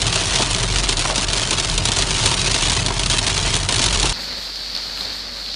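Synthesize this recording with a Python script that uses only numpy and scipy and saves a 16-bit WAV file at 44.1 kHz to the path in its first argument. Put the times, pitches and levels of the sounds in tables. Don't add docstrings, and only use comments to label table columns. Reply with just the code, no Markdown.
import sys
import numpy as np
from scipy import signal
from scipy.fft import rfft, irfft, next_fast_len
from scipy.io import wavfile
from scipy.ndimage import uniform_filter1d, minimum_filter1d, map_coordinates

SR = 44100
rng = np.random.default_rng(int(sys.argv[2]) if len(sys.argv) > 2 else 0)


def persist_wave(psi):
    counts = np.round(np.clip(psi, -1, 1) * 32767).astype(np.int16)
    wavfile.write(sys.argv[1], SR, np.atleast_2d(counts).T)


N = 244755

# (frequency [Hz], level [dB])
HUM_PARTIALS = [(48.2, -43), (99, -63.5), (285, -60)]
# (time [s], level [dB])
DOWNPOUR_LEVEL = [(4.16, -30.5), (4.58, -32), (4.7, -31.5), (5.04, -30), (5.35, -33), (5.55, -31.5)]
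# (time [s], relative level [dB])
NEAR_STONES = [(4.3277, -15.5), (4.38, -17), (4.558, -14), (4.6615, -17), (4.7506, -12), (4.7633, -10.5),
               (4.7746, -12), (5.009, -13.5), (5.4615, -17), (5.5424, -13)]
# (time [s], frequency [Hz], relative level [dB])
STREET_CLACKS = [(4.233, 2260, -29), (4.771, 1590, -36), (4.779, 2060, -29), (4.786, 1470, -39),
                 (4.973, 1490, -32), (4.976, 2820, -26.5)]
# (frequency [Hz], relative density [dB])
PAVING_SPECTRUM = [(1000, -27), (2800, -18), (3500, -10), (4000, -4.5), (4400, 0.5), (4800, -4),
                   (5400, -11.5), (6400, -22), (8000, -28.5), (14400, -43.5)]
SPRAY_SPECTRUM = [(3000, -14), (6000, 1), (7500, 2), (10000, -7.5), (14400, -7.5)]
WASH_SPECTRUM = [(20, -18), (70, 4), (150, -3), (200, 0.5), (340, -2), (570, 1.5), (1100, -1), (1800, 1),
                 (2800, -2.5), (4500, -23), (9000, -34)]
# (frequency [Hz], bandwidth [Hz], relative gain [dB])
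STREET_MODES = [(183, 14, 6), (238, 27, 6.5), (558, 44, 0)]

# (frequency [Hz], relative density [dB])
BOOM_SPECTRUM = [(15, -43), (30, -8), (39, -8), (45, 0.5), (54, -14), (70, -40), (130, -52.5)]
TYRE_SPECTRUM = [(35, -18.5), (65, -4.5), (95, 3.5), (125, 3), (150, -1.5), (185, -8.5), (230, -22.5),
                 (500, -40.5)]
PANEL_SPECTRUM = [(90, -44.5), (190, 0), (300, 1.5), (500, -3), (800, -6), (1150, -1.5), (1700, -7),
                  (2600, -8.5), (5000, -30), (10000, -68)]
GLASS_SPECTRUM = [(300, -24.5), (1200, -6.5), (2000, -4.5), (3050, 1), (4300, 0.5), (4950, -2.5),
                  (6200, -3), (7100, -5), (7600, -7.5), (8800, -7.5), (9900, -9.5), (11000, -32)]
# (frequency [Hz], bandwidth [Hz], relative gain [dB])
DRONE_TONES = [(97.6, 15, -6), (135, 3.9, -4), (171.3, 10.5, 0), (190, 8.6, 5), (237, 4, -3)]
# (frequency [Hz], bandwidth [Hz], relative gain [dB])
PANEL_MODES = [(393, 32, 5.5), (672, 82, 7), (921, 81, 7)]
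# (time [s], duration [s], rise [dB])
BOOM_SWELLS = [(.73, 0.5, 5.5), (1.27, .08, 2.5), (1.75, .11, 7), (2.0, 0.1, 6.5), (3.44, 0.11, 5.5),
               (3.99, .22, 6)]
# (time [s], level [dB])
RUMBLE_LEVEL = [(0, -27), (.7, -29), (2.2, -27.5), (3.1, -26.5), (3.5, -29), (4.05, -27)]
# (time [s], frequency [Hz], bandwidth [Hz], duration [s], level [dB])
WIPER_RUBS = [(1.057, 1120, 500, 0.01, -17.5), (1.101, 760, 450, 0.0083, -20),
              (1.118, 680, 133, 0.054, -26)]
# (time [s], level [dB])
SHOWER_LEVEL = [(0.0, -24.5), (0.42, -19.5), (0.48, -23.5), (1.56, -22.0), (1.8, -25.5), (1.92, -20.5),
                (2.04, -21), (2.28, -20), (2.34, -21.5), (2.7, -19.5), (2.82, -24), (3.06, -26.5),
                (3.12, -19), (3.18, -20.5), (3.54, -21), (3.66, -26.5), (3.72, -20.5), (4.1, -20)]
# (time [s], level change [dB])
SHOWER_LULLS = [(.955, -8.5), (1.13, -2), (1.27, -8), (1.905, -5.5), (2.05, -5), (3.213, -7.5)]
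# (time [s], duration [s], glass level [dB], panel level [dB])
SLUSH_SHEETS = [(0.41, 0.049, -22.5, -22), (2.238, 0.057, -22.5, -31)]
# (time [s], panel frequency [Hz], relative level [dB])
PANEL_KNOCKS = [(0.161, 680, -17.5), (0.398, 686, -17), (0.43, 900, -18), (1.183, 308, -15),
                (1.523, 960, -19), (1.89, 239, -19.5), (2.03, 388, -22), (2.263, 283, -20),
                (2.316, 917, -17), (2.721, 990, -16.5), (2.769, 1070, -22.5), (2.884, 960, -17.5),
                (2.905, 970, -17), (3.379, 644, -25.5), (3.705, 950, -19.5), (3.797, 387, -17),
                (3.844, 1124, -22), (4.041, 362, -14.5)]
# (time [s], relative level [dB])
BIG_STONES = [(0.018, -11), (0.069, -11.5), (0.128, -13.5), (0.158, -9), (0.332, -18.5), (0.358, -8.5),
              (0.423, -10.5), (0.512, -13.5), (0.548, -13), (0.631, -13.5), (0.76, -11), (0.786, -11.5),
              (0.891, -8.5), (0.928, -13.5), (0.971, -15.5), (0.994, -14.9), (1.01, -16), (1.159, -11.5),
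              (1.18, -13.5), (1.221, -16), (1.23, -14), (1.285, -17), (1.333, -10.5), (1.375, -13.5),
              (1.428, -16), (1.509, -10.5), (1.532, -12.5), (1.6, -12), (1.699, -16), (1.779, -8.5),
              (1.855, -8.5), (1.888, -12.5), (1.919, -11.5), (1.969, -10.5), (1.988, -11), (2.023, -8),
              (2.108, -14.5), (2.26, -6), (2.276, -13), (2.315, -15.5), (2.473, -14.5), (2.544, -11),
              (2.698, -12.8), (2.719, -14), (2.768, -15.5), (2.863, -13), (2.884, -15.5), (2.996, -13.5),
              (3.035, -14), (3.061, -13), (3.1, -10.5), (3.115, -14), (3.184, -16), (3.229, -18),
              (3.268, -11.9), (3.379, -13.8), (3.54, -13.5), (3.554, -13), (3.566, -14.5), (3.689, -7),
              (3.725, -12.5), (3.76, -16), (3.794, -12), (3.818, -10), (3.842, -11.5), (3.862, -10.5),
              (3.947, -12.4), (3.999, -10.5), (4.03, -10), (4.058, -13)]

CUT_S = 4.128
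CAR_TOP_HZ, STREET_TOP_HZ = 10650, 14400
WASH_DB, SPRAY_DB = -6.5, -17
BOOM_DB, LULL_S = -28, 0.035
ROOF_DB, ROOF_FOLLOWS = -29.5, 0.3
PATTER_DB, SMALL_STONE_DB = -1.75, -0.55
SMALL_STONES_PER_S, SMALL_SPREAD_DB = 75, 2.76
BIG_SPLAT_S, SMALL_SPLAT_S = 0.025, 0.012


def amp(db):
    return 10 ** (np.asarray(db) / 20)


def unit(x):
    return x / np.sqrt(np.mean(x ** 2) + 1e-20)


def curve(rows):
    times, levels = np.transpose(rows)
    return np.interp(np.arange(N) / SR, times, levels)


def wobble(rate):
    knots = rng.standard_normal(int(N * rate / SR) + 4)
    return map_coordinates(knots, [np.arange(N) * rate / SR])


def swell(s, length):
    return np.exp(-(2 * (np.arange(N) / SR - s) / length) ** 4)


def add(track, s, sound):
    start = max(0, round(s * SR))
    part = track[start:start + len(sound)]
    part += sound[:len(part)]


def colour(x, spectrum, modes=()):
    size = 2 * next_fast_len(N // 2 + SR // 4)
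    hz = np.fft.rfftfreq(size, 1 / SR)
    knot_hz, knot_db = np.transpose(spectrum)
    gain = amp(np.interp(np.log(hz + 1), np.log(knot_hz), knot_db))
    peaks = sum(amp(db) ** 2 / (1 + (2 * (hz - centre) / width) ** 2) for centre, width, db in modes)
    cepstrum = irfft(np.log(unit(gain * np.sqrt(1 + peaks))))
    cepstrum[1:size // 2] *= 2
    cepstrum[size // 2 + 1:] = 0
    return irfft(rfft(x, size) * np.exp(rfft(cepstrum)))[:N]


def low_pass(x, top_hz):
    size = next_fast_len(N + SR // 2)
    passband = np.fft.rfftfreq(size, 1 / SR) < top_hz
    return irfft(rfft(x, size) * passband, size)[:N]


def limit(x, ceiling):
    needed = ceiling / np.maximum(np.abs(x), ceiling)
    return x * uniform_filter1d(minimum_filter1d(needed, size=128), size=128)


def noise(spectrum, modes=()):
    return unit(colour(rng.standard_normal(N), spectrum, modes))


def drops(rate, spread_db):
    sizes = amp(spread_db * np.clip(rng.standard_normal(N), -2, 2))
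    arrivals = rng.random(N) < rate / SR
    return unit(arrivals * sizes * rng.choice([-1, 1], N))


def burst(t60, attack, grit_db):
    t = np.arange(SR // 10) / SR
    grain_samples = 8
    white = rng.standard_normal(len(t))
    grain_gains = amp(grit_db * rng.standard_normal(len(t) // grain_samples + 1))
    grit = white * np.repeat(grain_gains, grain_samples)[:len(t)]
    puff = grit * np.exp(-np.log(1000) * t / t60) * (1 - np.exp(-t / attack))
    return puff / np.linalg.norm(puff)


def ping(hz, t60):
    t = np.arange(SR // 20) / SR
    ring = np.sin(2 * np.pi * hz * t) * np.exp(-np.log(1000) * t / t60)
    return ring / np.linalg.norm(ring)


def reverberate(x, t60, wet_db):
    out = x.copy()
    hop = SR // 40
    for start in range(0, N, hop):
        echoes = burst(t60, attack=0.001, grit_db=0)
        add(out, start / SR, amp(wet_db) * signal.fftconvolve(x[start:start + hop], echoes))
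    return out


def hum():
    t = np.arange(N) / SR
    return sum(amp(db) * unit(np.sin(2 * np.pi * hz * t + 0.31 * wobble(4.9))) for hz, db in HUM_PARTIALS)


def street_downpour():
    downpour_db = curve(DOWNPOUR_LEVEL)
    tick_gain = amp(downpour_db + 1.9 + 0.37 * wobble(14))
    ticks = tick_gain * unit(drops(rate=1300, spread_db=1.0) + rng.standard_normal(N))
    for s, db in NEAR_STONES:
        add(ticks, s, amp(db + 14) * burst(t60=0.007, attack=0.0003, grit_db=1))
    hiss = colour(reverberate(ticks, t60=0.11, wet_db=-8.5), PAVING_SPECTRUM)
    spray = amp(downpour_db + SPRAY_DB + 2 * wobble(17)) * noise(SPRAY_SPECTRUM)
    clacks = np.zeros(N)
    for s, hz, db in STREET_CLACKS:
        add(clacks, s, amp(db + 17.5) * ping(hz, t60=0.0041))
    wash_gain = amp(downpour_db + WASH_DB + 2.1 * wobble(26))
    wash = wash_gain * unit(colour(drops(rate=3000, spread_db=1.0), WASH_SPECTRUM, STREET_MODES))
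    return hiss + spray + reverberate(clacks, t60=0.1, wet_db=-2) + wash


def car_rumble():
    swells_db = sum(db * swell(s, length) for s, length, db in BOOM_SWELLS)
    boom_db = BOOM_DB + swells_db + 1.4 * wobble(9)
    analytic = signal.hilbert(noise(BOOM_SPECTRUM))
    near_tone = unit(analytic.real / (np.abs(analytic) + 0.21))
    high_pass = signal.butter(4, 29, "high", fs=SR, output="sos")
    boom = signal.sosfiltfilt(high_pass, amp(boom_db) * near_tone)
    rumble = amp(curve(RUMBLE_LEVEL) + 1.4 * wobble(5.77)) * noise(TYRE_SPECTRUM, DRONE_TONES)
    return boom + rumble


def wiper():
    rubs = np.zeros(N)
    for s, hz, width, length, db in WIPER_RUBS:
        b, a = signal.iirpeak(hz, hz / width, fs=SR)
        judder = unit(signal.lfilter(b, a, rng.standard_normal(N)))
        rubs += amp(db) * swell(s, length) * judder
    return rubs


def shower_strength():
    return curve(SHOWER_LEVEL) + sum(db * swell(s, LULL_S) for s, db in SHOWER_LULLS)


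def shower():
    strength_db = shower_strength()
    roof_db = ROOF_DB + ROOF_FOLLOWS * (strength_db - strength_db.mean())
    clumps = amp(1.9 * wobble(110))
    glass_hits = clumps * reverberate(drops(rate=1000, spread_db=4.0), t60=0.014, wet_db=-1.5)
    roof_hits = clumps * drops(rate=2000, spread_db=2.0)
    patter = amp(strength_db + PATTER_DB) * unit(colour(glass_hits, GLASS_SPECTRUM))
    drumming = amp(roof_db) * unit(colour(roof_hits, PANEL_SPECTRUM, PANEL_MODES))
    return patter + drumming


def slush_sheets():
    glass_gain, panel_gain = np.zeros(N), np.zeros(N)
    for s, length, glass_db, panel_db in SLUSH_SHEETS:
        glass_gain += amp(glass_db) * swell(s, length)
        panel_gain += amp(panel_db) * swell(s, length)
    splatter = unit(rng.standard_normal(N) * amp(2.5 * wobble(500)))
    glass = colour(glass_gain * splatter, GLASS_SPECTRUM)
    return glass + colour(panel_gain * splatter, PANEL_SPECTRUM, PANEL_MODES)


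def panel_knocks():
    blows, rings = np.zeros(N), np.zeros(N)
    for s, hz, db in PANEL_KNOCKS:
        add(blows, s - 0.003, amp(db + 19.0) * burst(t60=0.078, attack=0.00088, grit_db=-0.5))
        add(rings, s - 0.003, amp(db + 12.5) * ping(hz, t60=0.04))
    return colour(blows, PANEL_SPECTRUM, PANEL_MODES) + reverberate(rings, t60=0.079, wet_db=2.0)


def small_stones():
    gaps, scatter = rng.standard_normal((400, 2)).T
    times = np.cumsum(np.abs(gaps)) * np.sqrt(np.pi / 2) / SMALL_STONES_PER_S
    strength_db = np.interp(times, np.arange(N) / SR, shower_strength())
    levels = strength_db + SMALL_STONE_DB + SMALL_SPREAD_DB * np.clip(scatter, -2, 2)
    return [(s, db) for s, db in zip(times, levels) if s < CUT_S]


def hailstones():
    slush, cracks = np.zeros(N), np.zeros(N)
    stones = [(s, db, BIG_SPLAT_S) for s, db in BIG_STONES]
    stones += [(s, db, SMALL_SPLAT_S) for s, db in small_stones()]
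    for s, db, splat_s in stones:
        hardness, size = rng.uniform(-1.07, 1, 2)
        ping_hz = 4100 * np.exp(-0.25 * size)
        crack_db = db + 17.0 + 2.2 * hardness
        add(slush, s - 0.002, amp(db + 19.0) * burst(t60=splat_s, attack=0.2 * splat_s, grit_db=2.5))
        add(slush, s - 0.0005, amp(db + 3.5) * ping(ping_hz, t60=0.0026))
        add(cracks, s - 0.0003, amp(crack_db) * burst(t60=0.0012, attack=0.00026, grit_db=3.5))
    snap = np.diff(cracks, prepend=0)
    glass = colour(reverberate(slush + snap, t60=0.07, wet_db=-9), GLASS_SPECTRUM)
    frame = colour(reverberate(slush, t60=0.036, wet_db=7.5), PANEL_SPECTRUM, PANEL_MODES)
    return glass + amp(-17.5) * frame


def cut(car, street):
    outside = np.clip((np.arange(N) / SR - CUT_S) / 0.004 + 0.5, 0, 1)
    return (1 - outside) * car + outside * street


def scene():
    car = hailstones() + panel_knocks() + slush_sheets() + shower() + car_rumble() + wiper()
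    return cut(car, street_downpour() + hum())[None]


def record(dry):
    limited = limit(dry[0], ceiling=0.93)
    return cut(low_pass(limited, CAR_TOP_HZ), low_pass(limited, STREET_TOP_HZ))[None]


dry = scene()
out = record(dry)
persist_wave(out)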